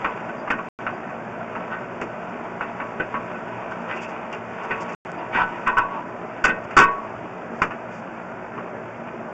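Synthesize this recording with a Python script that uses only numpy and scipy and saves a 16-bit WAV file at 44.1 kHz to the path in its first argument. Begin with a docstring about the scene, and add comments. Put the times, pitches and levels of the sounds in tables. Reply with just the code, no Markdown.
"""Cable hauled onto a steel reel

A push cable is hauled out of a drain and wound on a steel reel next to a cheap microphone.
Filtered noise makes the rumble and the cable's hiss; narrow noise makes the engine tones and squeaks.
The reel frame is a set of ringing tones, set off by rattling taps, knocks and rubs; sharp clicks are added.
The amplifier is lopsided and overloads, and the sound drops out twice."""
import sys
import numpy as np
from scipy import signal
from scipy.fft import rfft, irfft, next_fast_len
from scipy.io import wavfile
from scipy.ndimage import uniform_filter1d

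SR = 44100
rng = np.random.default_rng(int(sys.argv[2]) if len(sys.argv) > 2 else 0)


def dump(signal):
    """Clip the signal to [-1, 1] and save it as 16-bit WAV at the path in sys.argv[1]."""
    limited = np.clip(np.atleast_2d(signal).T, -1, 1)
    pcm = np.round(limited * 32767).astype(np.int16)
    wavfile.write(sys.argv[1], SR, pcm)


N = 411436

# ringing tones (modes) of the steel frame: f/Hz, relative level/dB, basic time to fade by 60 dB/s
FRAME_MODES = [(452, -8, .8), (770, -12, .2), (907, -4, .4), (949, -6, .5), (975, -2, .5), (1005, -2, .6),
               (1116, -2, .6), (1190, -12, .3), (1329, -2, .22), (1384, -5, .22), (1410, -8, .25),
               (1476, -5, .22), (1496, 0, .3), (1516, -3, .3), (1574, -5, .3), (1720, -13, .25),
               (1850, -7, .42), (1915, -7, .25), (2014, -7, .3), (2130, -11, .3), (2300, -4, .2),
               (2462, -1, .25), (2504, -1, .33), (2568, 0, .38), (2640, -2, .28), (2715, -3, .25),
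               (2790, -5, .2), (2960, -16, .2), (3150, -20, .12)]
# tone colour of the dull clatter of loose parts: f/Hz, relative level/dB
CLATTER_COLOUR = [(400, -40.5), (800, 4.5), (1200, 3.5), (1580, -2), (1660, -1.5), (2780, -3.5), (2900, -8),
                  (3700, -40.5), (4300, -72)]
# tone colour of the hiss of sliding and touching parts: f/Hz, relative level/dB
HISS_COLOUR = [(1200, -49.5), (2200, 9), (3200, -5), (4600, 0), (7200, 1.5), (7800, -9), (8700, -17)]


def amp(db):
    """Turns decibels into a plain multiplier."""
    return 10 ** (np.asarray(db) / 20)


def evened(x):
    """Scales a signal to an average strength (rms) of one."""
    return x / np.sqrt(np.mean(x ** 2) + 1e-20)


def colour(x, points):
    """Makes each pitch region louder or softer, following (f/Hz, level/dB) points."""
    size = next_fast_len(len(x))
    hz, db = np.transpose(points)
    log_hz = np.log(np.fft.rfftfreq(size, 1 / SR) + 1)  # the 1 avoids the log of zero
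    gain = amp(np.interp(log_hz, np.log(hz), db))
    return irfft(rfft(x, size) * gain, size)[:len(x)]


def wander(hz):
    """Smoothed noise of rms one that drifts by chance; a higher hz makes it drift faster."""
    noise = rng.standard_normal(N)
    return evened(signal.lfilter([1], [1, -np.exp(-2 * np.pi * hz / SR)], noise))


def resonate(x, hz, width):
    """One resonance: it answers most strongly near hz, and a narrow width (Hz) rings longer."""
    r = np.exp(-np.pi * width / SR)
    return signal.lfilter([1 - r, 0, r - 1], [1, -2 * r * np.cos(2 * np.pi * hz / SR), r * r], x)


def swell(length, size):
    """A smooth rise and fall over length seconds, then silence."""
    return np.sin(np.pi * np.minimum(np.arange(size) / SR / length, 1)) ** 2


def patchy(x, patchy_db):
    """Makes random patches of pitch and time louder or softer."""
    spectrum = signal.stft(x, nperseg=2048)[2]
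    field = uniform_filter1d(rng.standard_normal(spectrum.shape), size=2, axis=0)  # across pitch
    field = uniform_filter1d(field, size=5, axis=1)  # across time
    return evened(signal.istft(spectrum * amp(patchy_db * evened(field)))[1][:N])


def frame_answer(drive, damping, lean_db):
    """A running force makes the frame's modes ring; lean_db(hz) sets how strongly each one answers."""
    # soft contacts carry little treble
    soft = signal.sosfilt(signal.butter(4, 3300, fs=SR, output="sos"), drive)
    rings = 0
    for hz, db, t60 in FRAME_MODES:
        width = damping * 2.2 / t60  # Hz: a longer ring is a narrower resonance
        rings = rings + amp(db + lean_db(hz)) * np.sqrt(t60) * resonate(soft, hz, width)
    return evened(rings)


def haul_db():
    """How hard the cable is hauled, given as the level of the frame's rattle over time."""
    # strength of the haul: t/s, rattle level/dB
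    haul = [(0.0, -32), (0.5, -41.5), (0.8, -36.5), (0.998, -41), (2.498, -39), (4.101, -36), (4.41, -39.5),
            (4.77, -32), (5.06, -36.5), (5.27, -39.5), (5.531, -33), (5.861, -41.5), (6.07, -43),
            (6.56, -40.5), (9.33, -44.5)]
    return np.interp(np.arange(N) / SR, *np.transpose(haul))


def street(throb=0.21, flutter_db=0.24):
    """Broad rumble that throbs with the engine's firing, and the engine's fuzzy tones of narrow noise."""
    # tone colour of the rumble: f/Hz, relative level/dB
    rumble = [(20, -30), (50, -20), (78, -19.5), (105, -12), (165, -5.5), (227, -4.5), (272, -7), (367, -2),
              (467, -6.5), (630, -1.5), (1100, -10.5), (1540, -10), (1620, -13), (2360, -21), (3600, -43),
              (4700, -74.5)]
    # fuzzy engine tones: f/Hz, resonance width/Hz (applied twice), level/dB
    engine = [(116.5, 9, -52), (178.95, 8.9, -48.5), (231.1, 16.5, -44.5), (636.7, 73, -44)]
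    firing_hz = 56.5  # average; it drifts by a few percent
    start_db, end_db = -34, -35.5  # rumble level
    turns = np.cumsum(firing_hz * (1 + 0.029 * wander(1.76))) / SR
    wash = patchy(colour(rng.standard_normal(N), rumble), patchy_db=2.0)
    wash = wash * (1 + throb * np.cos(2 * np.pi * turns))
    tones = 0
    for hz, width, db in engine:
        narrow = resonate(rng.standard_normal(N), hz, width)
        tones = tones + amp(db) * evened(resonate(narrow, hz, width))
    return amp(np.linspace(start_db, end_db, N) + flutter_db * wander(12.0)) * wash + tones


def rattle(per_s=410.0, spread_db=1.0, damping=1.14):
    """Loose parts tap the frame many times a second; it answers with dull clatter and short rings."""
    taps = (rng.random(N) < per_s / SR) * rng.choice([-1., 1.], N)
    taps *= amp(spread_db * np.minimum(rng.exponential(1, N), 4) + 3.7 * wander(16.0))
    taps += taps.std() * rng.standard_normal(N)  # far taps blur into noise
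    # the rings weaken by 6 dB per octave of pitch
    rings = frame_answer(taps, damping, lambda hz: -6. * np.log2(hz / 1000))
    clatter = evened(colour(taps, CLATTER_COLOUR))
    return amp(haul_db()) * evened(clatter + rings)


def cable(flutter_db=1.0):
    """The cable sheath hisses as it slides over the rim, more on a hard haul."""
    usual_db, follows = -60, 0.44  # hiss level at an average haul, and dB of hiss per dB of haul
    haul = haul_db() - haul_db().mean()
    level_db = usual_db + follows * haul + flutter_db * wander(25.)
    return amp(level_db) * evened(colour(rng.standard_normal(N), HISS_COLOUR))


def knock(ring_db, spot, clatter_db, thud_db, tick_db, chance, noise):
    """The modes near the spot struck ring, under a burst of clatter, a thud and a treble tick."""
    # tone colour of the thud: f/Hz, relative level/dB
    thud_colour = [(50, -29.5), (170, -0.5), (300, 2), (600, -1), (900, -41), (1500, -69)]
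    clatter_t60, tick_t60, thud_t60 = .14, .11, 0.22  # s, time to fade by 60 dB
    below_slope, above_slope = 31.5, -18.5  # dB per octave: modes far from the spot ring less
    t = np.arange(noise.shape[1]) / SR
    hz, db, t60 = np.transpose(FRAME_MODES)[:, :, None]
    away = np.log2(hz / 1000) - spot  # octaves
    lean_db = np.where(away < 0, below_slope, above_slope) * np.maximum(away, -.6)
    struck_db = ring_db + lean_db + 0.96 * (chance[0] - .5)
    ring_stretch = 1.15 * amp(0.28 * ring_db)  # harder knocks ring longer
    fade_db = -60 * t / (ring_stretch * t60)
    modes = amp(db + struck_db + fade_db) * np.sin(2 * np.pi * (hz * t + chance[1]))
    beat_hz = 9.8 + 17.0 * chance[2]
    modes *= 1 + 0.72 * np.cos(2 * np.pi * (beat_hz * t + chance[0]))  # each mode pulses (beats)
    ring = modes.sum(0) * (1 - np.exp(-t / 0.0039))  # soft start
    lean = np.hstack([hz, 0.35 * lean_db])  # clatter leans to the modes that ring
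    clatter = evened(colour(colour(noise[0], CLATTER_COLOUR), lean))
    clatter = amp(clatter_db - 60 * t / clatter_t60) * clatter
    thud = amp(thud_db - 60 * t / thud_t60) * evened(colour(noise[1], thud_colour))
    contacts = amp(4.3 * evened(uniform_filter1d(noise[1], size=90)))  # the parts touch in spurts
    tick = amp(tick_db - 60 * t / tick_t60) * evened(colour(noise[2] * contacts, HISS_COLOUR))
    rise = 1 - np.exp(-t / 0.0013)
    return ring + rise * (clatter + thud + tick)


def knocks():
    """Sets off the frame's rings and bursts of noise at each knock."""
    # knocks on the frame: t/s, ring level/dB, spot struck/octaves above 1 kHz,
    # clatter level/dB, thud level/dB, treble tick level/dB (levels before the fade)
    knock_list = [(0.047, -19.5, 0.23, -18, -27, -53.5), (0.29, -30, 0.66, -40, -35.5, -58),
                  (0.478, -30, 0.25, -26, -37, -54), (0.505, -18, 0.55, -16.5, -26, -40),
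                  (0.586, -26.5, 0.25, -31.5, -39, -64), (0.868, -23.5, 0.41, -23, -37, -65),
                  (1.098, -31, 0.26, -34.5, -42, -63), (1.351, -38, 0.38, -45, -43, -66),
                  (1.555, -29, 0.28, -26, -40, -63), (2.016, -35, 0.65, -26.5, -27, -39.5),
                  (2.611, -22.5, 0.42, -22.5, -36, -54), (2.803, -28.5, 0.26, -23, -34, -73),
                  (3.001, -23, 0.55, -25.5, -26.5, -57), (3.143, -22.5, 0.076, -21.5, -32, -76),
                  (3.349, -29, 0.46, -37, -39, -71), (4.329, -36, 1.5, -28, -41, -39.5),
                  (4.71, -19, 0.77, -27, -29.5, -54), (4.894, -40, 1, -34.5, -34, -44),
                  (4.925, -36, 1.9, -38, -46, -44), (5.351, -17.5, 0.64, -26, -27, -61),
                  (5.665, -22, 0.68, -37, -45, -58), (5.673, -13.5, 0.24, -18, -43, -47),
                  (5.771, -14, 0.31, -26.5, -39, -51), (5.783, -16, 0.088, -20.5, -37, -50),
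                  (6.443, -12, 0.6, -20.5, -37, -27), (6.451, -17.5, 0.47, -16, -27, -27),
                  (6.49, -19, 0.57, -23.5, -25, -60), (6.71, -47, 0.65, -31.5, -39, -47),
                  (6.769, -6.5, 0.35, -9.5, -17.5, -15), (6.79, -10, 0.19, -7.5, -17, -19),
                  (6.812, -15, 0.64, -19, -24, -32), (7.62, -24, 0.51, -13, -24.5, -32),
                  (7.71, -33, 0.53, -27.5, -50, -54), (8.579, -36, 0.21, -29, -34.5, -67)]
    out, size = np.zeros(N + SR), 16384
    fade_out = np.minimum(np.linspace(4, 0, size), 1)  # over the last quarter
    for s, *row in knock_list:
        chance = rng.random((3, len(FRAME_MODES), 1))
        sound = knock(*row, chance=chance, noise=rng.standard_normal((3, size)))
        at = max(round((s - .003) * SR), 0)  # begin 3 ms early, for the soft start
        out[at:at + size] += sound * fade_out
    return out[:N]


def squeaks():
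    """Faint, short, fuzzy whistles: noise squeezed through a narrow resonance."""
    # high squeaks: start t/s, length/s, f/Hz, level before the swell/dB
    squeak_list = [(.36, .08, 4800, -57), (.93, .05, 4850, -62), (5.16, .05, 4800, -59)]
    out, size = np.zeros(N + SR), SR // 4
    for s, length, hz, db in squeak_list:
        at = round(s * SR)
        whistle = evened(resonate(rng.standard_normal(size), hz, 40.))
        out[at:at + size] += amp(db) * whistle * swell(length, size=size)
    return out[:N]


def rubs():
    """The cable rubs on the frame: grainy friction sounds the modes near the place rubbed, and hisses."""
    # rubs: start t/s, length/s, level/dB, centre of the modes it sounds f/Hz, hiss level before the swell/dB
    rub_list = [(1.69, 0.081, -30, 1620, -70), (1.70, 0.033, -50, 1930, -65),
                (3.69, 0.061, -34.5, 1580, -55), (3.855, 0.12, -33.5, 1910, -60),
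                (3.943, 0.062, -38, 3120, -50), (3.993, 0.08, -39.5, 2800, -44.5),
                (4.066, 0.069, -47, 1920, -51), (4.619, 0.054, -38, 825, -52),
                (4.792, 0.059, -34, 1010, -43), (5.158, 0.1, -33, 880, -90),
                (5.308, 0.095, -26.5, 1990, -55), (5.34, 0.088, -21.5, 880, -53),
                (5.373, 0.088, -20.5, 1390, -62), (5.839, 0.23, -33, 1056, -77),
                (6.627, 0.037, -57, 1500, -54.5), (7.476, 0.27, -58, 1230, -59),
                (7.858, 0.2, -57, 2500, -54.5)]
    damping = 1.6  # the touching cable shortens the ring
    out, size = np.zeros(N + SR), 16384
    for s, length, level_db, centre_hz, hiss_db in rub_list:
        grain, air = rng.standard_normal((2, size))
        shape = swell(length, size=size)
        drag = grain * amp(1.3 * evened(uniform_filter1d(air, size=150))) * shape
        ring = frame_answer(drag, damping, lambda hz: -70. 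* np.log2(hz / centre_hz) ** 2)
        ring = ring + 0.52 * evened(colour(drag, CLATTER_COLOUR))
        hiss = amp(hiss_db) * evened(colour(air, HISS_COLOUR)) * shape
        at = round(s * SR)
        share = np.sqrt(length * SR / size / 2)  # ring was evened over the whole stretch, rub is shorter
        out[at:at + size] += amp(level_db) * ring * share + hiss
    return out[:N]


def clicks():
    """Dry treble clicks: single sharp impulses with the bass filtered away."""
    # clicks: t/s, impulse level before the filter/dB
    click_list = [(5.1184, -17), (5.6786, -10), (5.7844, -10), (6.4935, -16), (6.8295, -12), (6.8435, -12)]
    out = np.zeros(N)
    for s, db in click_list:
        out[round(s * SR)] = amp(db)
    return signal.sosfilt(signal.butter(2, 2800., "high", fs=SR, output="sos"), out)


def scene():
    """All sources add up at the one microphone."""
    return (street() + rattle() + cable() + knocks() + rubs() + squeaks() + clicks())[None]


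def record(dry):
    """A lopsided amplifier squashes loud peaks; then come tone colour, dropouts and a treble limit."""
    # response of the sound channel, with a deep notch: f/Hz, level/dB
    channel = [(2800, 0), (3600, -4), (3880, -16), (4000, -45), (4130, -17), (4600, -3), (8000, -4),
               (8800, -14)]
    # silent gaps: from t/s, to t/s
    dropouts = [(.6875, .7888), (4.9493, 5.0501)]
    roof_up, roof_down = .7, .56  # where the amplifier overloads, upward and downward
    edge_hz = 8667  # little passes above this
    lopsided = dry[0] * (1 + 0.29 * np.tanh(dry[0] / 0.24))  # positive swings grow, negative ones shrink
    # coupling capacitor: removes the steady offset and the deepest bass, below about 6 Hz
    lopsided = signal.lfilter([1, -1], [1, -np.exp(-2 * np.pi * 6.0 / SR)], lopsided)
    roof = np.where(lopsided > 0, roof_up, roof_down)
    clipped = lopsided / (1 + (lopsided / roof) ** 6) ** (1 / 6)
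    out = colour(clipped, channel)
    t = np.arange(N) / SR
    for start, end in dropouts:
        out = out * ((t < start) | (t > end))
    low_pass = signal.firwin(511, edge_hz, window=("kaiser", 9), fs=SR)
    return signal.oaconvolve(out, low_pass, "same")[None]


dry = scene()
out = record(dry)
dump(out)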